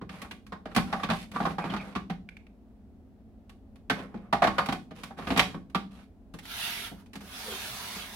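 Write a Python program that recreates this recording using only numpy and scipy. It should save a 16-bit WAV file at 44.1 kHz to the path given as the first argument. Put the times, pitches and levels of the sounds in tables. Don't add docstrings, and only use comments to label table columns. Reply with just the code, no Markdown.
import sys
import numpy as np
from scipy import signal
from scipy.fft import rfft, irfft, next_fast_len
from scipy.io import wavfile
from scipy.ndimage import uniform_filter1d

SR = 44100
rng = np.random.default_rng(int(sys.argv[2]) if len(sys.argv) > 2 else 0)


def persist_wave(psi):
    counts = np.round(np.clip(psi, -1, 1) * 32767).astype(np.int16)
    wavfile.write(sys.argv[1], SR, np.atleast_2d(counts).T)


N = 359723

# start_s, level_db, weight_db, hardness_db, wall_hz
CRADLE_KNOCKS = [(0.013, -34, 0.5, -16.5, 1065), (0.092, -38.5, -4, -2, 1184),
                 (0.245, -36.5, -7.5, -18, 1190), (0.31, -38, -6, -0.5, 1163),
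                 (0.521, -28, -9, -14.5, 1058), (0.655, -28, -6, -16, 620), (0.762, -15, -3, -13, 760),
                 (0.774, -19, -13, -6, 1062), (0.926, -17.5, -15, -13, 776),
                 (0.996, -31.5, -17, -12.5, 1190), (1.033, -20.5, -9, -7.5, 1146),
                 (1.088, -23.5, -2.5, -13, 1340), (1.1, -19.5, -6, -7, 620),
                 (1.11, -19, -11.5, -14.5, 1135), (1.131, -26.5, -18.5, -9.5, 1038),
                 (1.359, -19.5, -14.5, -17.5, 1165), (1.402, -18.5, -5.5, -18.5, 802),
                 (1.426, -29.5, 1, -11, 692), (1.452, -16.5, -19, -16.5, 1070),
                 (1.463, -18.5, -11, -19.5, 783), (1.582, -20, -9, -16.5, 830), (1.64, -25, -5, -15, 842),
                 (1.7, -35.5, 4, -4, 760), (1.736, -22.5, -8.5, -13, 1223), (1.763, -29.5, -3, -7.5, 848),
                 (1.951, -29.5, -5.5, -5.5, 1090), (1.958, -22.5, -5, -12.5, 1169),
                 (2.098, -25.5, -0.5, -12, 783), (3.898, -15.5, -16.5, -4.5, 1542),
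                 (3.906, -26, 1, -13, 432), (4.141, -33, 2, -20.5, 823), (4.326, -10.5, -13.5, -13.5, 810),
                 (4.42, -8.5, -16, -16.5, 697), (4.427, -13, -17.5, -29, 700),
                 (4.439, -10.5, -14, -13, 651), (4.47, -14.5, -10.5, -12, 1103),
                 (4.582, -11.5, -20.5, -11, 1225), (4.686, -19, -3.5, -10.5, 794),
                 (4.724, -21, -7, -11.5, 738), (4.908, -37, -1, -12.5, 635), (5.106, -34, -9.5, -21, 794),
                 (5.186, -28.5, -7, -15, 696), (5.27, -26.5, -3, -6.5, 1210), (5.303, -19.5, -2.5, -9, 677),
                 (5.317, -30, 1, -13.5, 750), (5.361, -20.5, -6, -8.5, 770), (5.374, -19, -12, -5.5, 1192),
                 (5.393, -14.5, -13.5, 1.5, 744), (5.543, -31, 1.5, -14.5, 1110),
                 (5.747, -15.5, -8.5, -10, 1173)]
# start_s, level_db
EDGE_CLICKS = [(0.217, -38.5), (0.465, -51.5), (0.312, -43.5), (0.748, -34), (0.762, -23), (1.1, -38),
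               (1.315, -45.5), (3.494, -52), (3.757, -59), (4.659, -36), (4.723, -34.5), (4.825, -66),
               (5.034, -37), (5.374, -22.5), (5.393, -23.5), (5.698, -59)]


def handset_knocks():
    out = np.zeros((2, N))
    for start_s, db, weight_db, hardness_db, wall_hz in CRADLE_KNOCKS:
        add(out, start_s, contact(db, db + weight_db, db + hardness_db, wall_hz))
    for start_s, db in EDGE_CLICKS:
        click = contact(clack_db=db + 3, thump_db=db - 3, snap_db=db, wall_hz=1124,
                        fizz_db=-6.5, clack_t60_s=0.088, niche_s=0.0075, crack_s=0.006)
        add(out, start_s, click)
    return out


# pitch_hz, level_db, t60_s
SHELL_MODES = [(173, -2.5, 0.19), (198.3, -2, 0.32), (245, -3.5, 0.076), (312, -7.5, 0.051),
               (443, -5.5, 0.14), (501.6, -6.5, 0.11), (681, -2.5, 0.11), (721, -0.5, .16), (789, -1, 0.24),
               (914, -15, .15), (1084, -4, 0.19), (1164.4, 1.5, 0.12), (1239, -2, .12), (1350, -2.5, 0.058),
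               (1496, -6, 0.17), (1856, -9.5, .12), (1980, -9, .11), (2380, -2, 0.11), (2504, -9, 0.19),
               (3140, -22.5, .07), (3640, -21.5, .1), (4470, -17, 0.17)]
# frequency_hz, density_db
CLACK_SPECTRUM = [(60, -4), (130, -3.5), (200, 7), (400, -2.5), (550, -3.5), (800, 1), (1250, -2.5),
                  (1800, -0.5), (3500, -7.5), (5000, -16), (7000, -23), (10500, -24), (15500, -33.5)]
# low_hz, mid_hz, high_hz
BAND_EDGES = [450, 1700, 5500]
LOW_HZ, MID_HZ, HIGH_HZ = BAND_EDGES


def contact(clack_db, thump_db, snap_db, wall_hz,
            fizz_db=-17.5, clack_t60_s=0.1, niche_s=0.0096, crack_s=0.011):
    t = np.arange(SR // 4) / SR
    cavity_hz = 197.7 * np.exp(0.11 * rng.standard_normal())
    notes = np.sin(2 * np.pi * wall_hz * t) + amp(-5) * np.sin(2 * np.pi * cavity_hz * t)
    notes *= decay(t, t60_s=0.14)
    wall_peak = [(wall_hz / 1.6, 0), (wall_hz, 5), (wall_hz * 1.6, 0)]
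    burst = colour(colour(stereo_noise(len(t)), CLACK_SPECTRUM), wall_peak)
    burst *= decay(np.maximum(t - niche_s, 0), clack_t60_s)
    blow = unit_rms(burst) + amp(-4) * unit_rms(ring(SHELL_MODES, t)) + amp(-5) * unit_rms(notes)
    blow *= np.sqrt(np.minimum(t / 0.0025, 1)) * np.minimum((t[-1] - t) / 0.05, 1)
    thump, upper = split(blow, LOW_HZ)
    thump *= 1 - np.exp(-t / 0.0054)
    clack, treble = split(upper * (1 + 0.3 * np.exp(-t / niche_s)), MID_HZ)
    crack = 1 + 0.91 * amp(min(snap_db - clack_db + 3.5, 6)) * np.exp(-t / crack_s)
    snap, fizz = split(treble * crack, HIGH_HZ)
    onset = np.exp(-t / 0.014)
    onset /= onset.sum()
    bands = [(thump, thump_db - 6.5), (clack, clack_db - 10),
             (snap, snap_db - 4.5), (fizz, snap_db + fizz_db - 5.5)]
    return sum(amp(db) * band / np.sqrt((band ** 2).mean(0) @ onset) for band, db in bands)


def ring(modes, t):
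    hz, db, t60_s = np.transpose(modes)
    strength, phase, skew, grip = rng.standard_normal((len(hz), 4)).T
    hz = hz * (1 + 0.006 * grip)
    apart = skew * np.arccos(curve_at(MIC_CORRELATION, hz)) / 2
    phases = np.pi * phase + np.array([apart, -apart])
    waves = np.exp(2j * np.pi * hz[:, None] * t) * decay(t, t60_s[:, None])
    return ((amp(db + 2 * strength) * np.exp(1j * phases)) @ waves).imag


# start_s, length_s, scrape_db, rasp_db
CRADLE_RUBS = [(0.098, 0.18, -53.5, -57), (0.69, 0.084, -54, -64), (0.86, 0.23, -48.5, -54.5),
               (1.1, 0.17, -57.5, -46.5), (1.33, 0.24, -46, -52.5), (1.58, 0.22, -44, -57),
               (1.8, 0.15, -50, -57.5), (3.95, 0.13, -47, -59), (4.069, 0.25, -61, -77.5),
               (4.531, 0.25, -46.5, -57), (4.947, 0.17, -57.5, -56), (5.165, 0.18, -48, -54.5),
               (5.274, 0.12, -43, -47.5), (5.411, 0.16, -53.5, -59.5), (5.902, 0.17, -62, -62)]
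# frequency_hz, density_db
RUB_SPECTRUM = [(70, -18), (130, -8), (200, 0.5), (330, -13), (550, -10), (800, -14.5), (1200, -14),
                (1600, -16), (2500, -14.5), (4200, -21), (7000, -30), (11000, -29), (15500, -44.5)]
RUB_ATTACK_S, RUB_RELEASE_S = 0.017, 0.054


def rubbing(slips_per_s=6000):
    slips = stereo_noise(N) * amp(3 * np.minimum(rng.exponential(1, N), 4))
    slips *= rng.random(N) < slips_per_s / SR
    rasp = split(colour(slips, RUB_SPECTRUM), MID_HZ)[1]
    shaking = rng.standard_normal((1, N))
    shell = signal.oaconvolve(shaking, ring(SHELL_MODES, np.arange(SR // 4) / SR), axes=1)[:, :N]
    hollow = unit_rms(colour(stereo_noise(N), RUB_SPECTRUM)) + amp(-7) * unit_rms(shell)
    boom, scrape = split(split(hollow, MID_HZ)[0], LOW_HZ)
    push, bite = sum(amp(levels_db)[:, None] * stroke(start_s, length_s, RUB_ATTACK_S, RUB_RELEASE_S)
                     for start_s, length_s, *levels_db in CRADLE_RUBS)
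    out = push * (amp(-2) * unit_rms(boom) + unit_rms(scrape)) + bite * amp(-1) * unit_rms(rasp)
    return wander(out, depth_db=1.6)


def rattling(slot_s=0.09, taps=4):
    out = np.zeros((2, N))
    for start_s, length_s, scrape_db, _ in CRADLE_RUBS:
        for slot, (when, softness, spot) in enumerate(rng.random((3, taps)).T):
            delay_s = (slot + when) * slot_s
            db = scrape_db + 12.5 - softness
            tap = contact(db, thump_db=db - 3, snap_db=db - 9.5, wall_hz=987 * 2 ** (spot - 0.5))
            add(out, start_s + delay_s, tap * np.clip((length_s - delay_s) / RUB_RELEASE_S, 0, 1))
    return out


# time_s, level_db
TWIST_PUSHES = [
    [(6.42, -61), (6.516, -44), (6.652, -37), (6.872, -44.5), (6.96, -75.5), (7.004, -62.5), (7.04, -78)],
    [(7.2, -61.5), (7.33, -50.5), (7.354, -46.5), (7.516, -42.5), (7.982, -44.5), (8.11, -51),
     (8.157, -47.5)],
]
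# frequency_hz, density_db
TWIST_SPECTRA = [
    [(53, -44), (90, -6), (322, -13.5), (409, -9.5), (566, -23.5), (672, -6.5), (817, -12.5), (950, -4.5),
     (1060, -11.5), (1340, -3.5), (1600, -4.5), (3120, -3), (7410, -19.5), (11200, -16.5), (15800, -24)],
    [(53, -44), (90, -4), (142, -9.5), (214, -1), (322, -13), (400, -7), (519, -12.5), (749, -3.5),
     (817, -7.5), (992, -2), (1110, -3.5), (3120, -9.5), (7250, -15.5), (10700, -14), (15800, -20)],
]
# drag_db, fine_db
TWIST_BANDS = [(-6.5, -2.5), (-7, -2.3)]


def sliding(full_push_db=-34, drag_follow=0.61, fade_s=0.015):
    out, t = np.zeros((2, N)), np.arange(N) / SR
    hz = np.geomspace(400, 9000, num=160)
    ripple = np.column_stack([hz, 2 * rng.standard_normal(len(hz))])
    for push, spectrum, (drag_db, fine_db) in zip(TWIST_PUSHES, TWIST_SPECTRA, TWIST_BANDS):
        time_s, level_db = np.transpose(push)
        push_db = np.interp(t, time_s, level_db) - full_push_db
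        drag, treble = split(colour(colour(stereo_noise(N), spectrum), ripple), MID_HZ)
        hiss, fine = split(treble, HIGH_HZ)
        bands = [(drag, drag_db + drag_follow * push_db),
                 (hiss, 2.5 + push_db), (fine, fine_db + push_db)]
        grain = 1 + 0.055 * unit_rms(uniform_filter1d(rng.standard_normal(N), size=260))
        moving = stroke(time_s[0], time_s[-1] - time_s[0] + fade_s, fade_s, fade_s)
        out += moving * grain * sum(amp(full_push_db + db) * unit_rms(band) for band, db in bands)
    return wander(out, depth_db=2.5)


# start_s, thump_db, snap_db
BASE_BUMPS = [(6.338, -36, -47), (6.387, -49.5, -44), (6.453, -61, -45.5), (6.913, -38, -68),
              (7.059, -55, -60), (7.132, -49, -46), (7.154, -36.5, -41), (7.206, -42, -49),
              (7.957, -40.5, -41.5)]


def bumping():
    out = np.zeros((2, N))
    for start_s, thump_db, snap_db in BASE_BUMPS:
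        clack_db = (thump_db + snap_db) / 2 + 3.5
        add(out, start_s, contact(clack_db, thump_db, snap_db, wall_hz=840, fizz_db=-5))
    return out


# start_s, level_db
HANDSET_TICKS = [(2.2893, -31.5), (2.368, -34), (2.4673, -44)]
# pitch_hz, level_db, t60_s
TICK_RING = [(2100, 1, .014), (2340, 5, .02), (2600, 1, .014)]


def ticking(click_s=0.0056, rise_s=0.00043):
    out, t = np.zeros((2, N)), np.arange(SR // 10) / SR
    for start_s, db in HANDSET_TICKS:
        treble = split(colour(stereo_noise(len(t)), CLACK_SPECTRUM), hz=1450)[1]
        tick = ring(TICK_RING, t) + amp(-5) * unit_rms(treble) * np.exp(-t / click_s)
        add(out, start_s, amp(db - 9) * tick * np.minimum(t / rise_s, 1))
    return out


# start_s, length_s, from_hz, to_hz, width_hz, level_db
SLIP_TONES = [(1.582, .1, 2430, 2300, 400, -51.5), (1.69, 0.0364, 3560, 2720, 250, -48),
              (1.751, 0.102, 2510, 2280, 400, -50.5), (7.433, .15, 534, 361, 110, -47)]


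def squeaking():
    out = np.zeros((2, N))
    for start_s, length_s, from_hz, to_hz, width_hz, db in SLIP_TONES:
        count = round(length_s * SR)
        glide = np.exp(2j * np.pi * np.cumsum(np.geomspace(from_hz, to_hz, count)) / SR)
        roughness = split(rng.standard_normal(count) + 1j * rng.standard_normal(count), width_hz / 2)[0]
        add(out, start_s, amp(db) * unit_rms((glide * roughness).real * np.hanning(count))[None])
    return out


# frequency_hz, t60_s
ROOM_DECAY = [(150, 0.61), (400, .38), (1000, 0.24), (2800, 0.26), (7000, 0.31), (15000, 0.29)]


def room_tail(near, build_s=0.02):
    hz, t, spectra = signal.stft(stereo_noise(SR // 2), SR, nperseg=256)
    tail = signal.istft(spectra * decay(t, curve_at(ROOM_DECAY, hz)[:, None]), SR, nperseg=256)[1]
    tail *= np.minimum(np.arange(tail.shape[1]) / SR / build_s, 1) ** 2
    return signal.oaconvolve(near, tail / np.linalg.norm(tail[0]), axes=1)[:, :N]


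# frequency_hz, density_db
RUMBLE_SPECTRUM = [(15, -34.5), (25, -3), (86, -6.5), (152, -21.5), (215, -5), (267, -14.5), (313, -20.5),
                   (340, -19), (469, -23), (509, -26.5), (703, -26), (1050, -39), (1340, -41.5),
                   (6920, -58), (15500, -59)]
# pitch_hz, width_hz, level_db
ROOM_RESONANCES = [(215.3, 11, -66.5), (267, 5.3, -65.5)]


def rumble(level_db=-52.5):
    hz = np.fft.rfftfreq(N, 1 / SR)
    air = rfft(rng.standard_normal(N))
    boom = sum(amp(db) * unit_rms(irfft(air / (1 + (2 * (hz - pitch_hz) / width_hz) ** 2), N))
               for pitch_hz, width_hz, db in ROOM_RESONANCES)
    return amp(level_db) * unit_rms(colour(stereo_noise(N), RUMBLE_SPECTRUM)) + boom


# frequency_hz, correlation
MIC_CORRELATION = [(50, 0.72), (150, 0.96), (700, 0.79), (1200, 0.54), (2200, 0), (12000, 0.0063)]


def stereo_noise(count):
    size = next_fast_len(count)
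    left, other = rfft(rng.standard_normal((2, size)))
    alike = curve_at(MIC_CORRELATION, np.fft.rfftfreq(size, 1 / SR))
    return irfft([left, alike * left + np.sqrt(1 - alike ** 2) * other], size)[:, :count]


def wander(x, depth_db):
    spectra = signal.stft(x, nperseg=1024, noverlap=768)[2]
    patches = uniform_filter1d(rng.standard_normal(spectra.shape[1:]), size=5, axis=0)
    patches = unit_rms(uniform_filter1d(patches, size=12, axis=1))
    return signal.istft(spectra * amp(depth_db * patches), nperseg=1024, noverlap=768)[1][:, :N]


def stroke(start_s, length_s, attack_s, release_s):
    t = np.arange(N) / SR - start_s
    return np.clip(np.minimum(t / attack_s, (length_s - t) / release_s), 0, 1)


def decay(t, t60_s):
    return 1e-3 ** (t / t60_s)


def amp(db):
    return 10 ** (np.asarray(db) / 20)


def unit_rms(x):
    return x / np.sqrt(np.mean(x ** 2) + 1e-20)


def curve_at(points, hz):
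    points_hz, values = np.transpose(points)
    return np.interp(np.log(hz + 1), np.log(points_hz + 1), values)


def colour(x, spectrum):
    size = next_fast_len(x.shape[-1])
    gain = amp(curve_at(spectrum, np.fft.rfftfreq(size, 1 / SR)))
    return irfft(rfft(x, size) * gain, size)[..., :x.shape[-1]]


def split(x, hz):
    return [signal.sosfilt(signal.butter(3, hz, kind, fs=SR, output="sos"), x)
            for kind in ("low", "high")]


def add(mix, start_s, sound):
    part = mix[:, round(start_s * SR):][:, :sound.shape[1]]
    part += sound[:, :part.shape[1]]


# frequency_hz, left_minus_right_db
MIC_BALANCE = [(200, 0), (600, 0.6), (1100, -2.5), (4000, -4), (8000, -1), (13000, -1.5)]


def scene(room_db=-10):
    near = handset_knocks() + ticking() + rubbing() + rattling() + squeaking() + bumping() + sliding()
    left, right = near + amp(room_db) * room_tail(near)
    half_balance = np.array(MIC_BALANCE) * [1, 0.5]
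    return np.array([colour(left, half_balance), colour(right, half_balance * [1, -1])]) + rumble()


def record(dry, low_cut_hz=38, top_hz=16000):
    cut = signal.sosfilt(signal.butter(6, low_cut_hz, "high", fs=SR, output="sos"), dry)
    return signal.oaconvolve(cut, signal.firwin(511, top_hz, window=("kaiser", 9), fs=SR)[None], "same")


dry = scene()
out = record(dry)
persist_wave(out)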